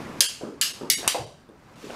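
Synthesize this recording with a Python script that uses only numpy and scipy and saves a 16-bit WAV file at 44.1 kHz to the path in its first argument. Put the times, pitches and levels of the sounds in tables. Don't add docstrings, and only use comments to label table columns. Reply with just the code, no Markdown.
import sys
import numpy as np
from scipy import signal
from scipy.fft import rfft, irfft
from scipy.io import wavfile
from scipy.ndimage import uniform_filter1d, map_coordinates

SR = 44100
rng = np.random.default_rng(int(sys.argv[2]) if len(sys.argv) > 2 else 0)


def gain_from_db(level_db):
    decades = np.asarray(level_db, float) / 20
    return 10 ** decades


def dump_mix(stems):
    frames = np.atleast_2d(stems).T
    limited = np.clip(frames, -1, 1)
    pcm = np.round(limited * 32767).astype(np.int16)
    wavfile.write(sys.argv[1], SR, pcm)


N = 85995


def unit(x):
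    return x / np.sqrt(np.mean(x ** 2) + 1e-20)


def along(points, hz):
    f, v = np.transpose(points)
    return np.interp(np.log(hz + 1), np.log(f + 1), v)


def wobble(knots_hz):
    knots = rng.standard_normal(int(N * knots_hz / SR) + 4)
    return map_coordinates(knots, [np.arange(N) * knots_hz / SR])


def rush(spectrum, patchy_db):
    hz, _, z = signal.stft(rng.standard_normal(N), SR, nperseg=512)
    field = uniform_filter1d(rng.standard_normal(z.shape), 6, 0)
    field = uniform_filter1d(field, 8, 1)
    z = z * gain_from_db(patchy_db * unit(field) + along(spectrum, hz)[:, None])
    return unit(signal.istft(z, SR, nperseg=512)[1][:N])


def add(mix, s, x):
    mix[round(s * SR):][:len(x)] += x


# (frequency [Hz], density [dB per Hz])
HUM_COLOUR = [(15, -22.5), (25, -3), (309, -3), (373, -17.5), (1370, -25), (1560, -14), (1740, -26),
              (8830, -39.5), (16000, -62)]
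# (frequency [Hz], density [dB per Hz])
HISS_COLOUR = [(3000, -16), (8000, -10), (12000, -3.5), (16000, -4.5)]
HUM_DB, HISS_DB = -56.5, -79


def house():
    hum = gain_from_db(HUM_DB + 0.38 * wobble(15)) * rush(HUM_COLOUR, -0.7)
    return hum + gain_from_db(HISS_DB) * rush(HISS_COLOUR, 0)


# (time [s], effort [dB])
SHUFFLE_EFFORT = [(0, -38.5), (0.201, -40), (0.231, -56.5), (1, -46), (1.05, -43), (1.074, -38.5),
                  (1.1, -67), (1.6, -56), (1.749, -51), (1.95, -43.5)]
# (frequency [Hz], density [dB per Hz])
KNEE_COLOUR = [(15, -38), (25, -14), (96, -9.5), (238, -4.5), (318, -11.5), (393, -11), (772, -14),
               (1110, -12.5), (2500, -24.5), (3250, -50.5), (5500, -120)]
PATCHY_DB, SWELL_DB, GRAIN_DB = 0.8, 0.8, 1.0


def shuffling():
    effort_db = np.interp(np.arange(N) / SR, *np.transpose(SHUFFLE_EFFORT))
    return gain_from_db(effort_db + GRAIN_DB * wobble(60)) * rush(KNEE_COLOUR, PATCHY_DB)


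# (time [s], effort [dB])
SCUFF_EFFORT = [(0, -49.5), (.1, -52), (.2, -52.5), (.35, -52.5), (.6, -67.5), (.8, -55), (1.1, -72),
                (1.4, -74.5), (1.58, -69), (1.7, -63), (1.8, -54), (1.83, -49), (1.95, -47.5)]
# (frequency [Hz], density [dB per Hz])
CLOTH_COLOUR = [(700, -28), (1500, -9.5), (2500, 2), (5600, -3), (10000, -11.5), (13500, -17), (16000, -26)]


def scuffing():
    effort_db = np.interp(np.arange(N) / SR, *np.transpose(SCUFF_EFFORT))
    uneven_db = SWELL_DB * wobble(5) + GRAIN_DB * wobble(150)
    return gain_from_db(effort_db + uneven_db) * rush(CLOTH_COLOUR, PATCHY_DB)


# (frequency [Hz], t60 [s])
HALL_T60 = [(100, 0.45), (400, 0.3), (1500, 0.28), (4000, 0.32), (8000, 0.27), (15000, 0.17)]
FIRST_WALL_S, BUILD_S = 0.0011, 0.0037
LATE_DB, LATE_T60_TIMES = -18, 2.42


def hall(x):
    hz, t, z = signal.stft(rng.standard_normal(SR), SR, nperseg=256)
    fall_db = -60 * t / along(HALL_T60, hz)[:, None]
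    decay = gain_from_db(fall_db) + gain_from_db(LATE_DB + fall_db / LATE_T60_TIMES)
    tail = signal.istft(z * decay, SR, nperseg=256)[1][:SR]
    late_s = np.maximum(np.arange(SR) / SR - FIRST_WALL_S, 0)
    tail = tail * (1 - np.exp(-late_s / BUILD_S))
    return signal.fftconvolve(x, tail / np.linalg.norm(tail))[:SR]


# (time [s], peak level [dB], pitch [Hz], brightness [dB], hall level [dB])
FLOOR_KNOCKS = [(.003, -25.5, 314, -9, -0.5), (0.08, -45, 202, -39, 18.5), (0.189, -28, 207, -21, -27),
                (.2062, -24, 525, -22, -0.5), (0.411, -26.5, 450, -15, 7), (0.4341, -19.5, 298, -27, 2.5),
                (0.4426, -26, 390, -15, 7.5), (.468, -27.5, 367, -21, 4), (0.8107, -23.5, 385, -11.5, 0),
                (0.8178, -21, 347, -14, -2.5), (.833, -25, 287, -7, 4), (0.8448, -20.5, 370, -40.5, -9),
                (0.8995, -60, 208, -22, -30.5), (1.0765, -23, 335, -39, -48.5),
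                (0.981, -34.5, 337, -14, 9.5), (1.0305, -23.5, 592, -15, 4), (1.045, -20, 918, -17.5, 2.5),
                (1.0772, -7.5, 1042, -22, -9.5), (1.1462, -14, 734, -25.5, 1), (1.15, -15.5, 557.4, -26, 5),
                (1.1522, -16, 698, -22, -3.5), (1.193, -32.5, 110, -29.5, 6.5),
                (1.489, -37, 366, -18.5, 4.5), (1.829, -37.5, 323, -34, 13), (1.869, -29.5, 337, -17, -3),
                (1.8983, -26, 575, -17.5, -9), (1.904, -22.5, 515, -19, 2)]
THUD_CYCLES, FLOOR_CUT_HZ = 1.29, 200


def thuds():
    mix, t = np.zeros(N + SR), np.arange(SR // 20) / SR
    for s, db, hz, bright_db, hall_db in FLOOR_KNOCKS:
        u = t * hz / THUD_CYCLES
        push = -2.5 * u * np.exp(-u * u * 2.2) * np.sin(2 * np.pi * hz * t)
        band = signal.butter(3, [1.69 * hz, 3.41 * hz], "band", fs=SR, output="sos")
        pat = signal.sosfilt(band, rng.standard_normal(len(t)))
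        knock = gain_from_db(db) * (push + gain_from_db(bright_db + 17.0 - 60 * t / 0.02) * pat)
        add(mix, s, knock)
        low_cut = signal.butter(2, min(FLOOR_CUT_HZ, 1.15 * hz), "high", fs=SR, output="sos")
        add(mix, s, gain_from_db(hall_db) * hall(signal.sosfilt(low_cut, knock)))
    return mix[:N]


RING_DB, RING_BLUR_HZ = 6, 120


def click(colour, rings):
    f = np.fft.rfftfreq(2048, 1 / SR)
    peaks = sum(gain_from_db(RING_DB + db / 2) / (1 + ((f - hz) * 2 / (width + RING_BLUR_HZ)) ** 2)
                for hz, width, db in rings)
    cepstrum = irfft(np.log(gain_from_db(along(colour, f)) * (1 + peaks) + 1e-4))
    cepstrum = np.concatenate([cepstrum[:1], 2 * cepstrum[1:1024], np.zeros(1024)])
    x = irfft(np.exp(rfft(cepstrum)))
    return x / np.linalg.norm(x)


def ring(hz, t60, t):
    return gain_from_db(-60 * t / t60) * np.sin(2 * np.pi * hz * t)


# (time [s], peak level [dB])
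CLACKS = [
    (0.2063, 2),
    (0.6129, -7),
    (0.9003, -3.5),
    (1.0774, -3.5),
]
# (frequency [Hz], level [dB], t60 [s])
BLADE_MODES = [
    [(3900, 3, .003), (6140, 7.5, 0.0025), (9900, 3.5, 0.0026), (14300, -6, .003)],
    [(4600, -9.5, .003), (7260, 10, 0.0027), (10120, 3, 0.00307), (12200, -8.5, .003),
     (2900, -10.5, 0.0041)],
    [(2200, -9, .012), (4600, 0, 0.003), (6100, 5.5, 0.0034), (8950, 4.5, .003), (13470, 0.5, .004)],
    [(2850, 5, 0.0037), (5540, -2.5, .002), (8800, 6, 0.0036), (11240, -3.5, 0.0042), (13970, -3.5, 0.0018)],
]
# (frequency [Hz], density [dB per Hz])
CONTACT_COLOUR = [
    [(530, -52.5), (900, -18), (1460, -17), (2360, -13), (3150, -10), (3680, -14), (9650, -10.5),
     (14700, -16), (16000, -48)],
    [(600, -54.5), (1150, -15.5), (1640, -14.5), (2050, -12.5), (2840, -9.5), (3790, -8), (4490, -10.5),
     (12300, -11), (16000, -24)],
    [(900, -55.5), (1500, -15), (1770, -9), (2980, -13), (3300, -7.5), (4680, -6), (6040, -9.5),
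     (10300, -7.5), (16000, -15.5)],
    [(410, -40.5), (700, -17.5), (1200, -6.5), (2100, 0), (4800, -1.5), (5260, -1.5), (11400, -5.5),
     (15000, -9.5), (16000, -48)],
]
# (frequency [Hz], width [Hz], level [dB])
STICK_RINGS = [
    [(1600, 60, -6), (2800, 130, -5), (3167, 93, -3.5), (4160, 86, -7), (4560, 220, -0.5),
     (4980, 130, -2.5), (5450, 200, -11.5), (6220, 80, -3), (6750, 130, -4.5), (7450, 81, -3),
     (8450, 60, -7), (9600, 120, -3.5), (10500, 110, -7)],
    [(1673, 83, -4.5), (2870, 250, -1.5), (4270, 51, -11.5), (4660, 170, -4), (5010, 71, -7),
     (5360, 72, -5), (6500, 330, -8), (7740, 42, -6), (8150, 47, -10), (10400, 81, -2.5), (12500, 68, -12),
     (12800, 68, -11.5)],
    [(2150, 160, -4), (2913, 41, 5.5), (3757, 51, -0.5), (4590, 40, -5.5), (5600, 38, 1.5), (6030, 30, -14),
     (6580, 86, 2), (7470, 48, -18), (8100, 260, -8), (9900, 31, 0), (10300, 72, -1.5), (11750, 260, -6)],
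    [(2730, 38, -16.5), (3100, 83, -6.5), (3854, 59, -7), (4580, 69, -7.5), (4800, 48, -4.5),
     (5850, 33, -0.5), (6790, 63, -18), (7430, 93, -4.5), (8600, 130, 1.5), (9730, 53, -5),
     (9700, 50, -11.5), (11320, 130, -23)],
]
CLACK_HALL_DB = [-14.5, -7, -8.5, -13]
# (delay [s], level [dB])
ECHOES = [(.0017, -12), (.0029, -14), (.0062, -13), (.0095, -20)]
# (time [s], peak level [dB], frequency [Hz], t60 [s])
CHATTER = [(.2082, -4.5, 3120, .006), (.2093, 2, 4870, .006), (.2118, -17.5, 5060, .008),
           (.2158, -7.5, 5400, .01), (.2192, -8.5, 3320, .008), (.6195, -26, 6940, .005),
           (.6222, -12.5, 3040, .01), (.6258, -20, 2900, .012), (.6345, -16, 4450, .012),
           (.9018, -14, 9300, .003), (.9028, -1, 5140, .005), (.9062, -11, 4600, .006),
           (.908, -4.5, 5100, .006), (.9145, -18.5, 3473, .015), (1.0784, -4, 9000, .003),
           (1.0832, -9, 7700, .005), (1.0834, -20.5, 11200, .004), (1.0865, -11.5, 3060, .012),
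           (.9006, -29.5, 2210, 0.28), (0.8994, -29, 2930, 0.28), (.9008, -36, 3790, 0.19),
           (0.9012, -31, 4590, 0.15), (0.902, -28, 6712, 0.23), (0.9014, -30, 5140, .2),
           (.207, -35, 1600, 0.24), (0.2078, -26.5, 3260, 0.28), (.2072, -25, 4960, 0.31),
           (0.207, -30, 4560, 0.29), (1.49, -57.5, 9460, .02), (1.49, -54, 3560, 0.018),
           (0.6136, -32, 2870, 0.26), (0.6124, -31.5, 3160, 0.27), (0.6153, -29, 4700, 0.23),
           (1.0774, -9.5, 2000, 0.0022), (1.079, -21.5, 2250, .04), (1.9, -37, 3020, .01),
           (1.9045, -32, 2800, .01)]
CRACK_DB, RISE_S, SIDE_CUT_HZ = 0, 0.00022, 1700
RATTLE_DB, RATTLE_T60_S = -8.5, 0.037


def sticks():
    mix, t = np.zeros(N + SR), np.arange(SR // 20) / SR
    small = signal.butter(3, SIDE_CUT_HZ, "high", fs=SR, output="sos")
    rise = 1 - np.exp(-t / RISE_S)
    clacks = zip(CLACKS, BLADE_MODES, CONTACT_COLOUR, STICK_RINGS, CLACK_HALL_DB)
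    for (s, db), blade, colour, rings, hall_db in clacks:
        pulse = click(colour, rings)
        modes = sum(gain_from_db(level) * ring(hz, t60, t) for hz, level, t60 in blade)
        grains = np.convolve(rng.standard_normal(len(t)), pulse)[:len(t)]
        rattle = gain_from_db(RATTLE_DB - 60 * t / RATTLE_T60_S) * grains
        blow = signal.sosfilt(small, modes * rise)
        add(blow, RISE_S, gain_from_db(CRACK_DB) * pulse)
        add(mix, s, gain_from_db(db) * (blow + rattle * rise))
        for (delay, echo_db), sign in zip(ECHOES, rng.choice([-1, 1], len(ECHOES))):
            add(mix, s + delay, sign * gain_from_db(db + echo_db) * blow)
        add(mix, s, gain_from_db(db + 24.0 + hall_db) * hall(pulse))
    t = np.arange(SR // 2) / SR
    for s, db, hz, t60 in CHATTER:
        add(mix, s, gain_from_db(db) * ring(hz, t60, t) * (1 - np.exp(-t / RISE_S)))
    return mix[:N]


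def scene():
    return (house() + shuffling() + scuffing() + thuds() + sticks())[None]


DUCK_FROM_DB, DUCK_SLOPE, DUCK_S = -27, 0.15, 0.0084


def duck(x):
    k = 1 / (DUCK_S * SR)
    level_db = 10 * np.log10(signal.lfilter([k], [1, k - 1], x ** 2) + 1e-12)
    return x * gain_from_db(-DUCK_SLOPE * np.maximum(level_db - DUCK_FROM_DB, 0))


# (time [s], length [s], threshold under the frame's top [dB])
STARVED = [
    (0.277, 0.02, -15),
    (0.73, 0.013, -11),
    (0.963, 0.031, -11),
    (1.259, 0.0095, -20.5),
    (1.751, 0.0073, -22),
]
LOCAL_DB, WEAK_DB, STRONG_DB = 1, -16, 2.5


def starve(x):
    _, t, z = signal.stft(x, SR, nperseg=1024, noverlap=768)
    size = uniform_filter1d(np.abs(z), size=5, axis=1)
    size = uniform_filter1d(size, size=5, axis=2)
    near = gain_from_db(LOCAL_DB) * uniform_filter1d(size, size=41, axis=1)
    for s, length, db in STARVED:
        when = np.exp(-((t - s) / length * 2) ** 4)
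        threshold = np.maximum(near, gain_from_db(db) * size.max(axis=1, keepdims=True))
        weak = 1 / (1 + (size / threshold) ** 14)
        z = z * gain_from_db(when * (WEAK_DB * weak + STRONG_DB * (1 - weak)))
    return signal.istft(z, SR, nperseg=1024, noverlap=768)[1][:, :N]


def top_cut(x):
    return signal.sosfilt(signal.butter(12, 16640, fs=SR, output="sos"), x)


TOP_HZ, CLIP_TOP, CLIP_HARD = 15850, 1.9, 5


def record(dry):
    band_limit = signal.cheby2(12, 50, TOP_HZ + 400, fs=SR, output="sos")
    x = starve(duck(signal.sosfilt(band_limit, dry)))
    mix = x / (1 + np.abs(x / CLIP_TOP) ** CLIP_HARD) ** (1 / CLIP_HARD)
    return top_cut(mix)


dry = scene()
out = record(dry)
dump_mix(out)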